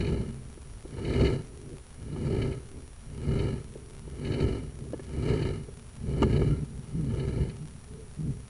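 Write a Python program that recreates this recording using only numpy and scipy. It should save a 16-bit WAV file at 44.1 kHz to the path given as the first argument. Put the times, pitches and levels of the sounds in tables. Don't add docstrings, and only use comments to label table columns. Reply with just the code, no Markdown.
import sys
import numpy as np
from scipy import signal
from scipy.fft import rfft, irfft, next_fast_len
from scipy.io import wavfile
from scipy.ndimage import uniform_filter1d, map_coordinates

SR = 44100
rng = np.random.default_rng(int(sys.argv[2]) if len(sys.argv) > 2 else 0)


def put_to_file(sound):
    columns = np.atleast_2d(sound).T
    safe = np.clip(columns, -1, 1)
    whole_steps = np.round(safe * 32767)
    wavfile.write(sys.argv[1], SR, whole_steps.astype(np.int16))


N = 374409


def amp(db):
    return 10 ** (np.asarray(db) / 20)


def unit(x):
    return x / np.sqrt(np.mean(x ** 2) + 1e-20)


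def wobble(rate):
    knots = rng.standard_normal(int(N * rate / SR) + 4)
    return map_coordinates(knots, [np.arange(N) * rate / SR])


def filtered(x, response):
    size = next_fast_len(N + SR // 2)
    return irfft(rfft(x, size) * response(np.fft.rfftfreq(size, 1 / SR)), size)[:N]


def coloured(x, points):
    f, db = np.transpose(points)
    return unit(filtered(x, lambda hz: amp(np.interp(np.log(hz + 1), np.log(f + 1), db))))


def ring(modes, size=16384):
    hz = np.fft.rfftfreq(size, 1 / SR)
    power = sum(amp(db) ** 2 / (1 + (2 * (hz - centre) / width) ** 2) ** 2
                for centre, width, db in modes)
    cepstrum = irfft(np.log(power + 1e-12) / 2)
    cepstrum[1:size // 2] *= 2
    cepstrum[size // 2 + 1:] = 0
    response = irfft(np.exp(rfft(cepstrum)))
    return response / np.linalg.norm(response)


def resonate(x, modes):
    return signal.fftconvolve(x, ring(modes))[:N]


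def ticks(rate, scatter_db):
    happens = rng.random(N) < rate / SR
    sign = rng.choice([-1, 1], N)
    size = amp(scatter_db * np.clip(rng.standard_normal(N), -2, 2))
    return unit(happens * sign * size)


def steady(x, seconds):
    size = max(int(seconds * SR), 2)
    slow_power = uniform_filter1d(uniform_filter1d(x ** 2, size), size)
    return x / np.sqrt(np.abs(slow_power) + 1e-9)


def add(out, s, sound):
    part = out[max(round(s * SR), 0):][:len(sound)]
    part += sound[:len(part)]


def burst(contact, modes):
    hit = signal.fftconvolve(contact * rng.standard_normal(len(contact)), ring(modes))
    return hit / np.sqrt(uniform_filter1d(hit ** 2, SR // 100).max())


def swell(peak_s, rise_s, fall_s):
    ease_db, roundness = 20.5, 2.06
    t = np.arange(N) / SR - peak_s
    return -ease_db * np.minimum(np.maximum(-t / rise_s, t / fall_s), 10) ** roundness


def electronics():
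    # (frequency [Hz], level [dB])
    hiss_spectrum = [(290, -39), (500, 0.5), (974, 0), (1340, -1), (1600, -3), (5230, -9), (5590, -8),
                     (7600, -9.5), (10100, -8), (12100, -27), (15800, -62), (22000, -120)]
    # (frequency [Hz], rms level ahead of a 4.5 dB cut [dB])
    whistles = [(5631, -76.5), (5674, -71), (7074, -77), (9749, -59)]
    flutter_spectrum = [(6, -14.0), (20, -6), (35, -9.5), (70, -6.5), (200, -33), (600, -38.5), (1500, -74)]
    t = np.arange(N) / SR
    hiss = amp(-61) * coloured(rng.standard_normal(N), hiss_spectrum)
    crackle = amp(-64.0) * coloured(ticks(rate=110, scatter_db=4.5), hiss_spectrum)
    flutter_level = amp(-48.0 + 1.4 * wobble(7))
    flutter = flutter_level * coloured(rng.standard_normal(N), flutter_spectrum)
    whine = sum(np.sqrt(2) * amp(db) * np.sin(2 * np.pi * (hz * t + rng.random())) for hz, db in whistles)
    return hiss + crackle + flutter + amp(-4.5) * whine


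def effort():
    # (peak time [s], rise [s], fall [s],
    # reel rumble level [dB], cable body level [dB], rim rasp level [dB]), ahead of strain and unevenness
    pulls = [(0.07, 0.48, .3, -29, -34, -48), (1.231, .32, 0.2, -26.5, -28, -41),
             (2.421, 0.42, 0.21, -29.5, -33, -48), (3.41, 0.31, .26, -29.5, -35, -48.5),
             (4.44, 0.34, .25, -28, -31.5, -45.5), (5.381, 0.31, .24, -28, -31, -43),
             (6.329, 0.32, 0.32, -26, -32.5, -46.5), (7.34, 0.49, .26, -28.5, -36.5, -51)]
    # (middle time [s], half length [s],
    # reel rumble level [dB], cable body level [dB]), ahead of strain and unevenness
    slides = [(0.593, 0.47, -49.5, -57.5), (1.637, .25, -48.5, -49), (2.782, .16, -48.5, -50),
              (3.836, 0.29, -48, -52.5), (4.893, 0.19, -39.5, -46), (5.718, .3, -46, -56.5),
              (6.744, 0.14, -40, -54), (7.706, 0.17, -42, -56.5), (7.968, .17, -43.5, -53.5),
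              (8.295, 0.2, -37.5, -52)]
    # (time [s], lift [dB])
    strains = [(0.12, 1.5), (1.235, 5.5), (1.735, 7.5), (2.335, 3.5), (4.315, 3), (4.45, 2), (5.185, 3),
               (5.337, 4.5), (6.1, 4), (6.26, 6), (6.42, 5.5), (7.41, 1)]
    strain_s = 0.027
    rumble_follows, rasp_follows = 0.75, 1.105
    rumble, body, rasp = np.zeros((3, N))
    for s, rise_s, fall_s, rumble_db, body_db, rasp_db in pulls:
        db = swell(s, rise_s, fall_s)
        rumble += amp(rumble_db + rumble_follows * db) ** 2
        body += amp(body_db + db) ** 2
        rasp += amp(rasp_db + rasp_follows * db) ** 2
    for s, half_s, rumble_db, body_db in slides:
        db = swell(s, half_s, half_s)
        rumble += amp(rumble_db + rumble_follows * db) ** 2
        body += amp(body_db + db) ** 2
    t = np.arange(N) / SR
    strain = amp(sum(db * np.exp(-((t - s) / strain_s) ** 2) for s, db in strains))
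    uneven = amp(1.36 * wobble(14))
    return np.sqrt(rumble) * strain * uneven, np.sqrt(body) * strain * uneven, np.sqrt(rasp) * uneven


def deepening(x):
    deepens_db_per_s, deep_hz = 0.46, 90
    t = np.arange(N) / SR
    low = filtered(x, lambda hz: 1 / (1 + (hz / deep_hz) ** 10))
    return x + low * (amp(deepens_db_per_s * (t - t.mean())) - 1)


def reel_rumble(slips, shake):
    # (frequency [Hz], width [Hz], level [dB])
    reel_modes = [(30, 43, -17), (64.4, 23, 0.85), (107, 46, -2.5), (139.7, 42, 1.5), (188, 48, -12),
                  (223, 50, -6)]
    lurches = amp(1.62 * wobble(24))
    return shake * lurches * steady(deepening(resonate(slips, reel_modes)), seconds=0.045)


def cable_body(slips, press, catching):
    # (frequency [Hz], width [Hz], level [dB])
    glide_modes = [(270, 95, -3.5), (403, 101, -1)]
    # (frequency [Hz], width [Hz], level [dB])
    body_modes = [(250, 44, -1.5), (314, 190, -3), (389.5, 61.6, 2), (462, 79, -9.5), (536, 284, -19.5)]
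    pressed = press ** 2 / (press ** 2 + amp(-52.5) ** 2)
    gliding = (1 - pressed) * resonate(slips, glide_modes)
    bearing = pressed * resonate(slips * catching, body_modes)
    return (press + amp(-74.5)) * steady(gliding + bearing, seconds=0.019)


def shifting(x, modes, wander_db):
    out = np.zeros(N)
    for group in (modes[::2], modes[1::2]):
        strength = np.sqrt(sum(width * amp(db) ** 2 for _, width, db in group))
        out += amp(wander_db * wobble(14)) * strength * resonate(x, group)
    return out


def rim_rasp(slips, bite, catching):
    # (frequency [Hz], width [Hz], level [dB])
    rasp_modes = [(660, 240, 5), (887, 133, 6), (1301, 165, 5), (1689, 240, 1.5), (2120, 112, 1.5),
                  (2270, 246, 1.5), (2910, 172, 1.5), (3026, 67, 1.5), (3980, 63, -5), (4270, 870, -8.5),
                  (5460, 4200, -24), (8040, 3700, -22.5)]
    t = np.arange(SR // 20) / SR
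    spray_decay = amp(-60 * t / 0.034)
    spray = np.sqrt(np.abs(signal.fftconvolve(slips ** 2, spray_decay)[:N]))
    grit = unit(spray * ticks(rate=6000, scatter_db=3.0))
    rasp = shifting((grit + amp(-4.5) * slips) * catching, rasp_modes, wander_db=1.0)
    flutter = amp(1.0 * wobble(55))
    return (bite + amp(-72)) * flutter * steady(rasp, seconds=0.026)


def dragging():
    shake, press, bite = effort()
    slips = ticks(rate=460, scatter_db=3.5)
    catching = amp(0.64 * wobble(80))
    return reel_rumble(slips, shake) + cable_body(slips, press, catching) + rim_rasp(slips, bite, catching)


def snags():
    # (time [s], level of the loudest 10 ms ahead of a 12.5 dB cut [dB])
    snag_events = [(0.004, -29), (0.045, -31.5), (0.065, -31.5), (0.082, -37), (0.983, -49), (1.046, -32.5),
                   (1.0916, -33.5), (1.1333, -28.5), (1.1947, -29), (1.208, -28), (1.2439, -25),
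                   (1.255, -27), (1.266, -25.5), (2.4178, -28), (2.521, -36.5), (3.3883, -32.5),
                   (4.246, -32.5), (4.268, -38), (4.316, -33), (4.3352, -30), (4.3993, -30.5),
                   (5.2914, -33), (5.4224, -31.5), (6.326, -33), (6.362, -33.5), (7.195, -35),
                   (7.4939, -38.5)]
    # (frequency [Hz], width [Hz], level [dB])
    grit_modes = [(1690, 140, 1), (2090, 150, 1.5), (2310, 610, 2), (2960, 140, 6.5), (3810, 120, 0.5),
                  (4290, 530, -1), (6250, 3100, -21)]
    t = np.arange(SR // 20) / SR
    age = t / 0.0049
    out = np.zeros(N)
    for s, db in snag_events:
        add(out, s, amp(db - 12.5) * burst(age * np.exp(-age), grit_modes))
    return out


def knocks():
    # (time [s], clack level ahead of a 9 dB cut [dB], thud level ahead of a 1 dB lift [dB])
    slaps = [(0.575, -51, -47), (0.852, -50, -40), (0.982, -37, -46), (1.207, -44, -24.5),
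             (2.162, -36, -46), (3.755, -50, -42), (4.076, -49, -44), (4.934, -36, -31), (4.995, -38, -41),
             (5.684, -51, -42.5), (6.221, -15.5, -17.5), (6.418, -28.5, -31.5), (7.378, -42, -39)]
    # (frequency [Hz], width [Hz], level [dB])
    clack_modes = [(462, 1100, 1), (880, 106, 9), (1220, 330, 4), (1720, 92, 5.5), (2204, 170, 2),
                   (2910, 240, 1.5), (4240, 900, -13.5), (6600, 5600, -25)]
    thud_modes = [(360, 170, 0), (490, 140, -8)]
    hard_contact_s, rebound_s = 0.00033, 0.0088
    t = np.arange(SR // 20) / SR
    rebound = (t > rebound_s) * amp(-60 * np.abs(t - rebound_s) / 0.037)
    out = np.zeros(N)
    for s, clack_db, thud_db in slaps:
        hardness = min(amp((clack_db + 18) / 2), 1)
        contact = amp(-60 * t / .03) + hardness ** 2 * rebound
        contact = contact * (1 - np.exp(-t * hardness / hard_contact_s))
        modes = [(hz, width, db - 3.5 * (1 - hardness) * np.log2(hz / clack_modes[0][0]))
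                 for hz, width, db in clack_modes]
        add(out, s - .001, amp(clack_db - 9) * burst(contact, modes))
        add(out, s - .002, amp(thud_db + 1) * burst(contact, thud_modes))
    return out


def judder():
    # (start time [s], length [s], level midway [dB], mean slip rate [Hz])
    judder_events = [(2.112, .035, -34.5, 153), (6.438, 0.1, -26, 149.2), (6.556, 0.081, -34, 143),
                     (6.929, 0.15, -30, 150), (7.601, 0.046, -37, 162), (8.179, 0.13, -32, 149.7)]
    # (frequency [Hz], width [Hz], level [dB])
    coil_modes = [(150, 76, -6), (223.4, 67, -4.5), (297, 25, -26.5), (390, 53, -20.5)]
    attack_s, release_s, grows_db = 0.013, 0.013, 3
    t = np.arange(N) / SR
    pace = np.cumsum(np.exp(0.076 * wobble(70))) / SR
    sizes = amp(3.7 * wobble(100))
    rubbing = amp(-11) * ticks(rate=460, scatter_db=5.5)
    out = np.zeros(N)
    for s, length_s, db, hz in judder_events:
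        gate = np.clip(np.minimum((t - s) / attack_s, 1 - (t - s - length_s) / release_s), 0, 1)
        progress = np.clip((t - s) / length_s, 0, 1)
        level = gate * amp(db + grows_db * (progress - .5))
        jerks = unit(np.diff(np.floor(hz * pace), prepend=0) * sizes)
        out += level * steady(resonate(jerks + rubbing, coil_modes), seconds=0.024)
    return out


def squeak():
    # (peak time [s], rise [s], fall [s], level ahead of the wavering [dB], frequency [Hz])
    squeak_events = [(6.53, 0.088, 0.09, -55.5, 1350), (7.99, .14, 0.14, -51.5, 428)]
    out = np.zeros(N)
    for s, rise_s, fall_s, db, hz in squeak_events:
        level = amp(db + swell(s, rise_s, fall_s) + 2.4 * wobble(45))
        mode = [(hz, 53, 0)]
        out += level * steady(resonate(ticks(rate=1200, scatter_db=7), mode), seconds=.03)
    return out


def scene():
    pickup_hz = 10000
    cable = dragging() + snags() + knocks() + judder() + squeak()
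    picked_up = filtered(cable, lambda hz: 1 / np.sqrt(1 + (hz / pickup_hz) ** 10))
    return (picked_up + electronics())[None]


def record(dry):
    ceiling, top_hz = amp(-13), 12360
    rounded = dry[0] / (1 + (dry[0] / ceiling) ** 6) ** (1 / 6)
    return filtered(rounded, lambda hz: hz < top_hz)[None]


dry = scene()
out = record(dry)
put_to_file(out)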